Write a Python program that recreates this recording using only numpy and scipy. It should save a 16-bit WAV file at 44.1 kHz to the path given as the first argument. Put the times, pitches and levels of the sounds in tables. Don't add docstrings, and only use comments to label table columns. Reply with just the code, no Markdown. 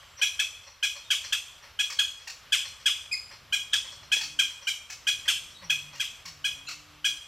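import sys
import numpy as np
from scipy import signal
from scipy.fft import rfft, irfft
from scipy.io import wavfile

SR = 44100
rng = np.random.default_rng(int(sys.argv[2]) if len(sys.argv) > 2 else 0)


def volts_from_decibels(level):
    exponent = np.asarray(level, float) / 20
    return 10 ** exponent


def generate_wav(signal):
    frames = np.transpose(np.atleast_2d(signal))
    scaled = np.clip(frames, -1, 1) * 32767
    pcm = np.round(scaled).astype(np.int16)
    wavfile.write(sys.argv[1], SR, pcm)


N = 320607
LEAD = 22050


def rms_one(x):
    return x / np.sqrt(np.mean(x ** 2) + 1e-20)


def at_hz(points, hz):
    points_hz, values = np.transpose(points)
    return np.interp(np.log(hz), np.log(points_hz), values)


def colour(x, points):
    hz = np.maximum(np.fft.rfftfreq(len(x), 1 / SR), 1)
    return irfft(rfft(x) * volts_from_decibels(at_hz(points, hz)), len(x))


def wobble(white, rate_hz):
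    return rms_one(signal.sosfilt(signal.butter(2, rate_hz, fs=SR, output="sos"), white))


def resonate(x, modes):
    out = 0
    for k, (hz, width_hz, db) in enumerate(modes):
        r = np.exp(-np.pi * width_hz / SR)
        poles = [1, -2 * r * np.cos(2 * np.pi * hz / SR), r * r]
        out = out + (-1) ** k * volts_from_decibels(db) * signal.lfilter([1 - r * r, 0, r * r - 1], poles, x)
    return out


def add(track, start_s, sound):
    i = round(start_s * SR) + LEAD
    track[i:i + len(sound)] += sound[:len(track) - i]


def glide(rows, partials):
    s, hz, level_db = np.transpose(rows)
    t = np.arange(s[0], s[-1], 1 / SR)
    phase = 2 * np.pi * np.cumsum(np.interp(t, s, hz)) / SR
    course_db = np.interp(t, s, level_db)
    return sum(volts_from_decibels(db + share * course_db) * np.sin(round(k) * phase) for k, db, share in partials)


def background():
    # pitch_hz, density_db (per Hz)
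    leaf_spectrum = [(12, -39.5), (20, -4.5), (81, 7.5), (200, -9.5), (328, -13), (527, -5), (802, -6),
                     (1150, 0.5), (1860, -4.5), (3250, -2), (3740, -6.5), (5680, -10), (8650, -24),
                     (12400, -19.5), (14700, -23), (16000, -55)]
    # peak_s, level_db, half_width_s
    passes = [
        (2.6, -68.5, 0.34),
        (3.6, -63.5, 0.58),
        (4.2, -64.5, 0.28),
        (5.35, -62, 0.42),
        (6.4, -67, 0.76),
    ]
    t = np.arange(N) / SR
    hiss, rumble = rng.standard_normal((2, N))
    swell = sum(volts_from_decibels(db) * np.exp(-((t - s) / half_s) ** 2) for s, db, half_s in passes)
    rumble = rms_one(signal.sosfilt(signal.butter(1, [50, 130], "band", fs=SR, output="sos"), rumble))
    breeze = volts_from_decibels(.9 * wobble(rng.standard_normal(N), rate_hz=3.))
    return volts_from_decibels(-55) * breeze * rms_one(colour(hiss, leaf_spectrum)) + swell * rumble


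def focus(length_s, start_hz, db, second_db):
    settled_hz = 136
    t = np.arange(round(length_s * SR)) / SR
    kick = (start_hz / settled_hz - 1) * np.exp(-t / .065)
    rebound_s = .06 + .0031 * (start_hz - settled_hz)
    rebound = .095 * np.exp(-((t - rebound_s) / .065) ** 2)
    stopping = np.interp(length_s - t, [0, .1], [.88, 1])
    hz = settled_hz * (1 + kick + rebound) * stopping
    waver_db = 1.8 * wobble(rng.standard_normal((2, SR)), rate_hz=10.0)
    first, second = volts_from_decibels(waver_db)[:, -len(t):]
    phase = 2 * np.pi * np.cumsum(hz) / SR
    tone = volts_from_decibels(16 * kick) * first * np.sin(phase)
    tone = tone + volts_from_decibels(second_db - 38 * kick) * second * np.sin(2 * phase)
    fade_db = -25 * np.exp(-np.minimum(t, (length_s - t) / 3) / .012)
    return volts_from_decibels(db + fade_db) * tone


def camera():
    # start_s, length_s, start_hz, level_db, second_partial_db
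    focus_runs = [
        (4.2, .35, 166.5, -62.5, 2),
        (5.61, .44, 208, -55.5, -14),
        (6.24, .46, 200, -62, -9),
    ]
    # time_s, pitch_hz, level_db
    zoom_course = [
        (6.38, 111, -85),
        (6.44, 116, -70),
        (6.7, 149.5, -64),
        (7.15, 150.5, -62),
        (7.2, 151, -74),
    ]
    # start_s, level_db, pitch_hz
    knocks = [
        (3.334, -48, 431),
        (4.168, -38.5, 545),
        (4.192, -49, 248),
        (5.191, -48, 286),
    ]
    out = np.zeros(N + LEAD)
    for start_s, *run in focus_runs:
        add(out, start_s, focus(*run))
    add(out, zoom_course[0][0], glide(zoom_course, [(1, 0, 1), (2, 0, 1)]))
    t = np.arange(round(.04 * SR)) / SR
    for start_s, db, hz in knocks:
        add(out, start_s, volts_from_decibels(db) * np.sin(2 * np.pi * hz * t * (1 - 3.9 * t)) * np.exp(-t / 0.0029))
    return out[LEAD:]


def thin_peeps():
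    # start_s, pitch_hz, level_db, length_s
    peeps = [(0.018, 7560, -67, 0.23), (0.165, 5700, -46, 0.042), (0.667, 5700, -49.5, 0.022),
             (1.37, 5600, -56, 0.023), (1.621, 5700, -56, 0.029), (1.987, 4150, -26.5, 0.0049),
             (3.725, 3780, -33, 0.0093), (6.669, 4150, -39, 0.018), (1.033, 3650, -54, 0.064),
             (5.539, 3850, -50, 0.054), (5.57, 4370, -55, 0.057), (4.612, 5690, -50, 0.042),
             (5.632, 5700, -48, 0.034), (6.663, 6970, -46.5, 0.022), (6.666, 2690, -38, 0.037),
             (6.883, 7770, -75, 0.11)]
    out = np.zeros(N + LEAD)
    t = np.arange(round(.15 * SR)) / SR
    for start_s, hz, db, length_s in peeps:
        waver = 1 + .025 * wobble(rng.standard_normal(len(t)), rate_hz=200.)
        phase = 2 * np.pi * np.cumsum(hz * waver) / SR
        swell = np.sin(np.pi * np.minimum(t / length_s, 1))
        add(out, start_s, volts_from_decibels(db) * np.sin(phase) * swell)
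    return out


def thin_squeak():
    # time_s, pitch_hz, effort_db
    course = [
        (3.1125, 2470, -70),
        (3.116, 2370, -14),
        (3.124, 2550, -8),
        (3.131, 2486, 2.5),
        (3.135, 2190, -12),
        (3.142, 2100, -13),
        (3.146, 2070, -68),
    ]
    # multiple, level_db, effort_share
    squeak_partials = [(1, -29, 0.12), (2, -24, 1.2), (3, -35.5, 0.91), (4, -42, 1.), (5, -53, 1.)]
    out = np.zeros(N + LEAD)
    add(out, course[0][0], glide(course, squeak_partials))
    return out


def nestling_rasps():
    # start_s, level_db, trunk_share_db, throat_share_db, length_s
    rasps = [(0.028, -63.5, 11, 11, 0.023), (0.189, -46.5, 0, 5, 0.026), (0.636, -55, -4, -3, 0.031),
             (0.669, -51.5, 0, -1, 0.034), (0.9603, -44.5, -3, -5, 0.034), (1.244, -35, -16, -1, 0.022),
             (1.628, -58, 3.5, 7, 0.073), (2.196, -53.5, -12, 1, 0.063), (2.655, -35, -9.5, -1.5, 0.02),
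             (2.8005, -49, -5.5, -2, 0.025), (3.052, -60, 2, -2, 0.022), (3.3105, -50, -2, 4, 0.047),
             (3.846, -54, 2.5, 4, 0.057), (3.924, -41, -6, -7, 0.02), (4.033, -47.5, -0.5, -1, 0.019),
             (4.503, -48, -9, 4, 0.025), (4.62, -54, 0, 2, 0.034), (5.259, -44.5, -4.5, 6.5, 0.022),
             (5.504, -48, -21, -5, 0.016), (5.621, -57, 9, 9, 0.049), (5.932, -47.5, -1, -5, 0.033)]
    # pitch_hz, width_hz, level_db
    hole_modes = [(4200, 78, 8.5), (5700, 530, 3.5), (7560, 160, -5.5)]
    trunk_modes = [(568, 54, -0.5), (850, 114, 5.5), (1040, 410, 0.5)]
    throat_modes = [(1910, 490, 6.5), (3000, 340, -3), (3100, 170, -1)]
    out = np.zeros(N + LEAD)
    t = np.arange(round(.12 * SR)) / SR
    for start_s, db, trunk_db, throat_db, length_s in rasps:
        rate_noise, breath = rng.standard_normal((2, len(t)))
        cycles = np.cumsum(620 * (1 - 7.3 * t) * (1 + 0.14 * wobble(rate_noise, rate_hz=610.0))) / SR
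        pulses = np.diff(np.floor(cycles), prepend=0) * (1 + 0.38 * breath) + 0.051 * breath
        voice = rms_one(resonate(pulses, hole_modes))
        voice = voice + volts_from_decibels(trunk_db) * rms_one(resonate(pulses, trunk_modes))
        voice = voice + volts_from_decibels(throat_db) * rms_one(resonate(pulses, throat_modes))
        envelope = np.minimum(t / .014, 1) * np.exp(-(t / length_s) ** 2)
        add(out, start_s - .008, volts_from_decibels(db - 4.0) * voice * envelope)
    return out


def calls(rows, kind, throat):
    out = np.zeros(N + LEAD)
    t = np.arange(round(.05 * SR)) / SR
    k = np.arange(1, 20)[:, None]

    def past(s):
        return np.maximum(t - s, 0)

    climb = np.interp(t, [0, 0.01042], [kind["start_share"], 1])
    bend = climb - kind["sag_per_s"] * past(kind["sag_after_s"])
    doubled = t / kind["doubles_by_s"]
    doubling_db = np.interp(doubled, [.25, 1], [-44, kind["doubled_db"]])
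    even_db = -1.5 * np.clip(doubled - .5, 0, 1)
    low_db = -kind["low_loss_db_per_s"] * past(kind["low_hold_s"])
    upper_db = kind["upper_db"] - kind["upper_loss_db_per_s"] * past(kind["upper_hold_s"])
    envelope = np.clip(np.minimum(t / kind["attack_s"], (kind["length_s"] - t) / .002), 0, 1) ** 2
    opening_db = -18 * np.exp(-t / .003)
    for start_s, db, hz, rough, odd_db in rows:
        pitch_noise, *breath_noise = rng.standard_normal((20, len(t)))
        ragged = rough * np.minimum(t / 0.0058, 1)
        pitch = hz * bend * (1 + .07 * ragged * wobble(pitch_noise, rate_hz=500.))
        high = k * hz > 3700
        partial_db = at_hz(throat, k * pitch) + np.where(k % 2, doubling_db + odd_db, even_db)
        partial_db = partial_db + (kind["bright_db"] + opening_db) * high + np.where(k > 2, upper_db, low_db)
        breath = 1 + ragged * (.6 + 1.2 * high) * wobble(np.array(breath_noise), rate_hz=350.)
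        waves = np.sin(k * 2 * np.pi * np.cumsum(pitch) / SR + .3 * k * k)
        tone = np.sum(volts_from_decibels(partial_db) * breath * (k * hz < 17000) * waves, axis=0)
        add(out, start_s, volts_from_decibels(db - 3.0) * tone * envelope)
    return out


def nestling_cries():
    # start_s, level_db, pitch_hz, roughness (0-1), period_doubling_db
    cry_rows = [
        (1.897, -38, 1194, 0.95, 0.012),
        (2.271, -40, 912, 0.84, 0.0094),
        (4.163, -43, 952, 0.84, 0),
        (4.208, -37.5, 901, 0.72, 0),
        (5.95, -47, 1018, 0.88, 0),
        (4.897, -41.5, 866, 1, 0),
        (6.252, -40.5, 1104, 0.64, 0),
        (6.682, -35.5, 1423, 0.45, 0),
        (6.686, -43.5, 760, 0.56, 0),
    ]
    cry_kind = dict(length_s=0.0354, attack_s=0.0031, start_share=1.02, sag_after_s=0.0048, sag_per_s=12.5, doubles_by_s=.0001, doubled_db=-0.5, low_hold_s=0.0034, low_loss_db_per_s=600., upper_db=0.5, upper_hold_s=0.0092, upper_loss_db_per_s=1250., bright_db=1.24)
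    # pitch_hz, level_db
    young_throat = [(500, -12.5), (1000, -2.5), (1800, 4), (2700, 3.5), (3500, -13), (4400, -1.5),
                    (5700, -1.5), (7000, -8), (9000, -21.5), (15000, -25)]
    # delay_s, level_db
    facing_trunk = (.023, -3)
    cries = calls(cry_rows, cry_kind, young_throat)
    delay_s, db = facing_trunk
    return cries + volts_from_decibels(db) * np.roll(cries, round(delay_s * SR))


def adult_alarm():
    # start_s, level_db, pitch_hz, roughness (0-1), period_doubling_db
    level_notes = [
        (-.25, -15, 809, .2, -17),
        (.2135, -19, 832.3, 0.25, 1.5),
        (.826, -19.5, 839, 0.31, -0.5),
        (1.789, -20, 838.6, 0.27, -2),
        (3.5235, -19.5, 822, 0.09, -0.5),
        (4.116, -17.5, 839, 0.23, 0),
        (4.669, -21.5, 807.3, 0.27, -0.5),
        (5.068, -18, 833, 0.28, -1.5),
        (6.442, -21, 831, 0.08, -2),
        (7.043, -18, 829, 0.24, -3.5),
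    ]
    swept_notes = [
        (1.102, -18.5, 830.4, 0.48, -8),
        (2.52, -17, 850, .26, -4.5),
        (2.856, -17, 853.4, 0.38, -9),
        (5.277, -17.5, 838.4, 0.61, -10.5),
        (5.996, -24, 850, 0.34, -5),
    ]
    sharp_notes = [
        (1.322, -19.5, 850, 0.66, -1),
        (1.988, -16, 850, .3, -6),
        (3.73, -16.5, 850, .63, -5.5),
        (4.388, -16, 829, 0.17, 0.5),
        (.391, -19.5, 862, 0.27, 4),
        (5.696, -20.5, 850, 0.26, 5),
    ]
    level_kind = dict(length_s=0.046, attack_s=0.001882, start_share=.89, sag_after_s=.023, sag_per_s=18.2, doubles_by_s=0.0072, doubled_db=2, low_hold_s=0.023, low_loss_db_per_s=900., upper_db=.5, upper_hold_s=0.025, upper_loss_db_per_s=2200., bright_db=-3.35)
    swept_kind = dict(length_s=0.047, attack_s=0.0034, start_share=.91, sag_after_s=.014, sag_per_s=12., doubles_by_s=0.0092, doubled_db=4.5, low_hold_s=0.0085, low_loss_db_per_s=152, upper_db=3., upper_hold_s=.012, upper_loss_db_per_s=516, bright_db=-2)
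    sharp_kind = dict(length_s=0.06, attack_s=.003, start_share=.9, sag_after_s=.014, sag_per_s=13, doubles_by_s=.009, doubled_db=0.5, low_hold_s=0.016, low_loss_db_per_s=400., upper_db=3., upper_hold_s=.011, upper_loss_db_per_s=1200., bright_db=-2.9)
    # pitch_hz, level_db
    adult_throat = [(800, -35.5), (1200, -18.5), (1650, -8), (2500, -3), (3300, 0), (4100, -16.5),
                    (5000, -13.5), (5800, -10), (6700, -14.5), (8300, -16), (10000, -26.5), (12000, -24.5),
                    (16000, -39)]
    kinds = [(level_notes, level_kind), (swept_notes, swept_kind), (sharp_notes, sharp_kind)]
    return [calls(rows[turn::2], kind, adult_throat) for rows, kind in kinds for turn in (0, 1)]


def scatter(count):
    # pitch_hz, t60_s
    decay_times = [(500, 0.35), (1500, 0.56), (3000, 0.51), (6000, 0.58), (10000, 0.67), (15000, 0.46)]
    t = np.arange(round(.8 * SR)) / SR
    white = rng.standard_normal((2, count, len(t)))
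    out = 0
    band_hz = 300 * 2 ** np.arange(0, 6.1, .5)
    for k, (low, high) in enumerate(zip(band_hz, band_hz[1:])):
        band_filter = signal.butter(2, [low, high], "band", fs=SR, output="sos")
        band = signal.sosfilt(band_filter, white[k % 2])
        out = out + band * volts_from_decibels(-60 * t / at_hz(decay_times, np.sqrt(low * high)))
    clumps = volts_from_decibels(2.33 * wobble(rng.standard_normal((count, len(t))), rate_hz=160.0))
    near = 1 + 0.76 * np.exp(-t / 0.048)
    return out * clumps * near * np.minimum(t / 0.0017, 1)


def scene():
    # delay_s, level_db
    trunk_echoes = [(.013, -23), (.024, -13), (.044, -13)]
    # pitch_hz, level_db
    leaf_colour = [(500, -10), (1700, -11), (2400, -3), (3000, 0), (6000, 0), (12000, -1)]
    # pitch_hz, side_db
    side_spectrum = [(30, -24), (125, -14.5), (300, -5), (700, -17), (2500, -23), (4500, -21.5),
                     (6000, -7.5), (10000, -1.5), (11500, -15), (12500, -30)]
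    voices = adult_alarm()
    voices += [thin_squeak() + thin_peeps(), nestling_rasps() + nestling_cries()]
    voices = signal.sosfilt(signal.butter(3, 430, "high", fs=SR, output="sos"), voices)
    aside, *answers = scatter(count=9)
    heard = 0
    for voice, answer in zip(voices, answers):
        path = volts_from_decibels(-35) * answer
        for delay_s, db in trunk_echoes:
            path[round(delay_s * rng.uniform(.93, 1.07) * SR)] += volts_from_decibels(db)
        path = colour(path, leaf_colour)
        path[0] = 1
        heard = heard + signal.fftconvolve(voice, path)[LEAD:LEAD + N]
    beside = signal.fftconvolve(np.sum(voices, axis=0), aside)[LEAD:LEAD + N]
    mid = heard + background() + camera()
    side = colour(volts_from_decibels(-37) * beside + background() + .25 * heard, side_spectrum)
    return np.array([mid + side, mid - side])


def top_cut(x):
    return signal.sosfilt(signal.butter(12, 16810, fs=SR, output="sos"), x)


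def record(dry):
    mix = signal.sosfilt(signal.cheby2(10, 60, 17200, fs=SR, output="sos"), dry)
    return top_cut(mix)


dry = scene()
out = record(dry)
generate_wav(out)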